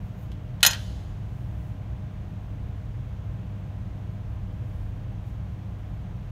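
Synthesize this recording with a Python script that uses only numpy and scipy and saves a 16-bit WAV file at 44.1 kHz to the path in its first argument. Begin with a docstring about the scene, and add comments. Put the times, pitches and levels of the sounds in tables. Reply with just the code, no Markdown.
"""Flip-top lighter over a shop counter

A metal lighter is handled close to the microphone, over a glass counter in a shop.
After two faint touches the lid knocks, rebounds and snaps onto the rim within 35 ms: one sharp ringing
click, with a little chatter after it. Noise bursts make the knocks, decaying resonators the metal ring.
Nearby showcases and the large room answer as decaying noise echoes; swells of hiss are fingers on the case.
Ventilation rumbles underneath as filtered noise, and mains hum and fan tones as wavering sines."""
import sys
import numpy as np
from scipy import signal
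from scipy.fft import rfft, irfft, next_fast_len
from scipy.io import wavfile
from scipy.ndimage import uniform_filter1d

SR = 44100
rng = np.random.default_rng(int(sys.argv[2]) if len(sys.argv) > 2 else 0)


def wav_record(signal):
    """Record a signal, one row per channel, as 16-bit PCM in the file named by sys.argv[1]."""
    frames = np.transpose(np.atleast_2d(signal))
    bounded = np.clip(frames, -1, 1)
    # unit amplitude maps onto the largest positive 16-bit level
    quanta = np.round(bounded * 32767).astype(np.int16)
    wavfile.write(sys.argv[1], SR, quanta)


N = 278271

# ventilation and hiss: pitch_hz [Hz], level_db [dB per Hz]
AIR_SPECTRUM = [(20, -96), (36, -68), (110, -61), (190, -67), (240, -76), (400, -81.5), (590, -84.5),
                (800, -84.5), (1300, -90.5), (3200, -98), (4900, -108.5), (6500, -108), (7600, -114),
                (9400, -115), (10500, -120.5), (11200, -118), (15500, -118)]
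# bands that stand out of the ventilation noise: centre_hz [Hz], width_hz [Hz], level_db [dB rms]
DUCT_BANDS = [(40, 3.1, -45), (49.04, 7, -47), (59.7, 5, -43.5), (66.5, 8.5, -42.5), (82.2, 6, -50.5),
              (120.1, 21, -41), (149.8, 6.2, -52.5), (180.9, 17, -49.5), (289.4, 39.8, -58),
              (12750, 350, -84)]
# mains hum and fan tones: pitch_hz [Hz], level_db [dB rms, before the waver]
HUM_TONES = [(100, -38), (200, -54.5), (500, -66), (619.2, -61.5), (700, -71), (718.8, -68), (821, -70.5),
             (1038, -71.5), (1599, -76)]
# skin sliding on the case: centre_s [s], length_s [s], level_db [dB rms at the peak of the swell],
# singing_share [0-1 of the power that sings in the metal]
FINGER_RUBS = [(0.076, 0.13, -73, .7), (0.222, .07, -66, .9), (1.402, 0.25, -72, 0.1),
               (1.65, 0.14, -71, 0.1), (4.77, .22, -71.5, 0.1), (5.282, .07, -70, .2)]
# colour of the rubbing that sings in the case: pitch_hz [Hz], level_db [relative dB]
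CASE_SINGING = [(2000, -18), (6000, -12), (6700, 1), (7400, -10), (11200, -11), (11900, 3), (12700, -9),
                (14000, 1), (16000, -9)]
# lid contacts: start_s [s], knock_db [relative dB], ring_db [relative dB],
# place [0 at the hinge .. 1 on the rim]
LID_CONTACTS = [(0.3175, -42, -54, .75), (0.6065, -38, -44, .6), (0.6295, -1.5, 0, .03),
                (0.6372, -13, -14, .05), (0.6497, -3, -10, .11), (0.6635, -6, 3, .97),
                (0.7028, -22.5, -20.5, .7), (0.7083, -21, -11.5, 1), (0.7328, -19, -23, .75),
                (0.747, -27, -42, .1)]
# the knock with its reflections off the counter, before tilting: pitch_hz [Hz], level_db [relative dB]
KNOCK_SPECTRUM = [(150, -17.5), (250, -18), (360, -32), (520, -13.5), (800, -7.5), (1100, -10.5),
                  (1600, -1), (2300, -9), (3150, 3), (4400, -5.5), (5600, -9.5), (6500, -7.5), (8200, -17),
                  (11000, -17), (12600, -25.5), (14500, -20.5), (16000, -51)]
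# modes of lid and case: pitch_hz [Hz], hinge_db [relative dB struck at the hinge],
# rim_db [relative dB struck on the rim], t60_s [s]
LIGHTER_MODES = [(1407, -21.5, -33, 0.17), (1890, -23, -31, .12), (2493, -22.5, -32, 0.16),
                 (2622, -23, -37, 0.17), (2928, -25.5, -34.5, 0.068), (3045, -18.5, -31, .1),
                 (3134, -25.5, -31.5, .11), (3516, -16.5, -32.5, 0.037), (3900, -21, -31, .14),
                 (4153, -19, -35, 0.18), (4200, -23, -26.5, 0.096), (4760, -25, -35, .08),
                 (5160, -26, -19, .06), (5990, -22.5, -21, 0.076), (6060, -28.5, -19, 0.062),
                 (6290, -36.5, -21, .06), (6540, -24, -22, 0.087), (6790, -23.5, -21.5, 0.12),
                 (7735, -21.5, -34, 0.08), (8655, -42, -24, 0.077), (9000, -27.5, -35, 0.12),
                 (10436, -16, -31.5, .06), (10900, -31.5, -30, .05), (11160, -42, -22.5, .045),
                 (11290, -42.5, -22, 0.068), (13474, -42.5, -20, 0.068), (14020, -20, -15, .05),
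                 (14400, -42, -27.5, .035)]
# the shop's echo of the knock: pitch_hz [Hz], early_db [dB gain], late_db [dB gain]
SHOP_ECHO = [(200.1, -4.5, -27), (600.2, -2, -26), (1500, -2.5, -27), (3508, -10, -25.5),
             (6527, -17.5, -26), (11000, -25.5, -28), (15000, -31, -31)]

EARLY_T60_S, LATE_T60_S = .23, 1.15
KNOCK_T60_S = .055  # the clatter of every knock dies at the same rate
RIM_DB_PER_OCTAVE = 2  # a knock on the rim is brighter than one at the hinge
SOFT_DB_PER_OCTAVE, SOFT_KNOCK_DB = -2.5, -20  # dulling grows with softness, full at this level and below
SEATED_S = .68  # the lid comes to rest on the rim
CUTOFF_HZ = 15700


def from_db(db):
    """Decibels to gain."""
    return 10 ** (np.asarray(db) / 20)


def rms_one(x):
    """Scale to rms 1."""
    return x / np.sqrt(np.mean(x ** 2) + 1e-20)


def seconds():
    """The time of every sample."""
    return np.arange(N) / SR


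def colour(x, points):
    """Causal (minimum-phase) filter through (Hz, dB) points."""
    size = 2 * next_fast_len(N)
    hz, db = np.transpose(points)
    grid = np.maximum(np.arange(size // 2 + 1) * SR / size, 1)
    gain = from_db(np.interp(np.log(grid), np.log(hz), db))
    cepstrum = irfft(np.log(gain))
    # folding the cepstrum onto positive times makes the phase minimal
    cepstrum[1:size // 2] *= 2
    cepstrum[size // 2 + 1:] = 0
    response = np.exp(rfft(cepstrum))
    return irfft(rfft(x, size) * response)[:N]


def dying(start_s, t60_s):
    """An envelope that jumps to 1 and loses 60 dB in t60_s."""
    age = seconds() - start_s
    return (age >= 0) * from_db(-60 * np.clip(age / t60_s, 0, 4))


def ventilation():
    """Broad air noise, with narrow bands where ducts and room resonate."""
    out = colour(rng.standard_normal(N) * np.sqrt(SR / 2), AIR_SPECTRUM)
    for centre_hz, width_hz, level_db in DUCT_BANDS:
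        edges_hz = [centre_hz - width_hz / 2, centre_hz + width_hz / 2]
        band = signal.butter(2, edges_hz, "band", fs=SR, output="sos")
        # the first second is dropped so that the resonance is already settled
        resonance = signal.sosfilt(band, rng.standard_normal(N + SR))[SR:]
        out += from_db(level_db) * rms_one(resonance)
    return out


def hum(waver_db):
    """Mains and fan tones of steady pitch whose levels waver slowly and independently."""
    t, out = seconds(), np.zeros(N)
    for pitch_hz, level_db in HUM_TONES:
        knots = rng.standard_normal(size=16)
        waver = np.interp(t, np.linspace(0, t[-1], len(knots)), knots)
        tone = np.sqrt(2) * np.sin(2 * np.pi * (pitch_hz * t + rng.random()))
        out += from_db(level_db + waver_db * waver) * tone
    return out


def fingers(grain_db, low_hz):
    """Skin slides over lacquer in short, grainy swells: a broad hiss, part of which sings in the case."""
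    t = seconds()
    roughness = rms_one(uniform_filter1d(rng.standard_normal(N), size=90))  # smoothed over 2 ms
    grains = rng.standard_normal(N) * from_db(grain_db * roughness)
    singing = rms_one(colour(grains, CASE_SINGING))
    highpass = signal.butter(2, low_hz, "high", fs=SR, output="sos")
    broad = rms_one(signal.sosfilt(highpass, rng.standard_normal(N)))
    out = np.zeros(N)
    for centre_s, length_s, level_db, share in FINGER_RUBS:
        swell = from_db(level_db) * np.exp(-2 * ((t - centre_s) / length_s * 1.1) ** 2)
        out += swell * (np.sqrt(share) * singing + np.sqrt(1 - share) * broad)
    return out


def knocks(level_db, crack_db, crack_t60_s):
    """A hard crack, then a dense clatter of short reflections; harder and rim contacts are brighter."""
    out = np.zeros(N)
    hz, db = np.transpose(KNOCK_SPECTRUM)
    octaves = np.log2(hz / 3000)  # the tilt pivots at 3 kHz
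    for start_s, knock_db, _, place in LID_CONTACTS:
        clatter = dying(start_s, KNOCK_T60_S)
        crack = from_db(crack_db) * dying(start_s, crack_t60_s)
        burst = rng.choice([-1, 1], N) * (clatter + crack)
        softness = np.clip(knock_db / SOFT_KNOCK_DB, 0, 1)
        tilt_db = (RIM_DB_PER_OCTAVE * place + SOFT_DB_PER_OCTAVE * softness) * octaves
        out += from_db(level_db + knock_db) * colour(burst, np.c_[hz, db + tilt_db])
    return out


def ring(clicks, pitch_hz, t60_s):
    """A unit click sets a tone of height about 1 ringing; a small body radiates no bass."""
    r, w = from_db(-60 / (t60_s * SR)), 2 * np.pi * pitch_hz / SR  # loss and turn per sample
    return signal.lfilter([.5, 0, -.5], [1, -2 * r * np.cos(w), r * r], clicks + 1e-18)


def metal_ring(level_db, scatter_s, after_ring_db, after_t60_s, choke_db):
    """The place of contact decides which modes ring; the seated lid chokes the high ones most."""
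    start_s, _, ring_db, place = np.transpose(LID_CONTACTS)
    # at each contact the modes speak at slightly different moments
    lags_s = scatter_s * rng.random((len(start_s), len(LIGHTER_MODES)))
    seated = np.interp(seconds(), [SEATED_S - .006, SEATED_S + .006], [0, 1])
    on_rim = np.interp(seconds(), start_s, place)
    out = np.zeros(N)
    for (pitch_hz, hinge_db, rim_db, t60_s), lag_s in zip(LIGHTER_MODES, lags_s.T):
        mode_db = (1 - place) * hinge_db + place * rim_db
        clicks = np.zeros(N)
        clicks[((start_s + lag_s) * SR).astype(int)] = from_db(level_db + ring_db + mode_db)
        # blows towards the rim leave a faint, longer ping
        after_ring = from_db(after_ring_db) * ring(clicks * on_rim, pitch_hz, after_t60_s)
        choke = from_db(seated * choke_db * (pitch_hz / 10000) ** 2)
        out += (ring(clicks, pitch_hz, t60_s) + after_ring) * choke
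    return out


def shop(knock, metal, metal_early_db, metal_late_db, early_delay_s, late_delay_s):
    """Nearby showcases answer quickly; the large room adds a faint, long tail."""
    hz, early_db, late_db = np.transpose(SHOP_ECHO)
    showcases = (early_delay_s, EARLY_T60_S, early_db, metal_early_db)
    room = (late_delay_s, LATE_T60_S, late_db, metal_late_db)
    out = np.zeros(N)
    for delay_s, t60_s, echo_db, metal_db in [showcases, room]:
        tail = rng.standard_normal(N) * dying(delay_s, t60_s)
        response = colour(tail / np.linalg.norm(tail), np.c_[hz, echo_db])
        sent = knock + from_db(metal_db) * metal
        out += signal.fftconvolve(sent, response)[:N]
    return out


def scene():
    """The lighter in the shop, over the ventilation and hum."""
    background = ventilation() + hum(waver_db=1.5)
    rubs = fingers(grain_db=3.0, low_hz=3000)
    knock = knocks(level_db=-1.5, crack_db=1.0, crack_t60_s=.01)
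    metal = metal_ring(level_db=0.0, scatter_s=.0012, after_ring_db=-39, after_t60_s=.75, choke_db=-6)
    # the small case rings close to the microphone and sends less into the room than the knock does
    echo = shop(knock, metal, metal_early_db=-5.5, metal_late_db=-13,
                early_delay_s=.0073, late_delay_s=.08)
    return (knock + metal + echo + rubs + background)[None]


def record(dry):
    """The highest peaks are rounded off, the ends are softened and the top is cut."""
    rounded = dry / (1 + dry ** 6) ** (1 / 6)
    faded = rounded * signal.windows.tukey(N, .001)
    lowpass = signal.ellip(10, .2, 80, CUTOFF_HZ, fs=SR, output="sos")
    return signal.sosfilt(lowpass, faded)


dry = scene()
out = record(dry)
wav_record(out)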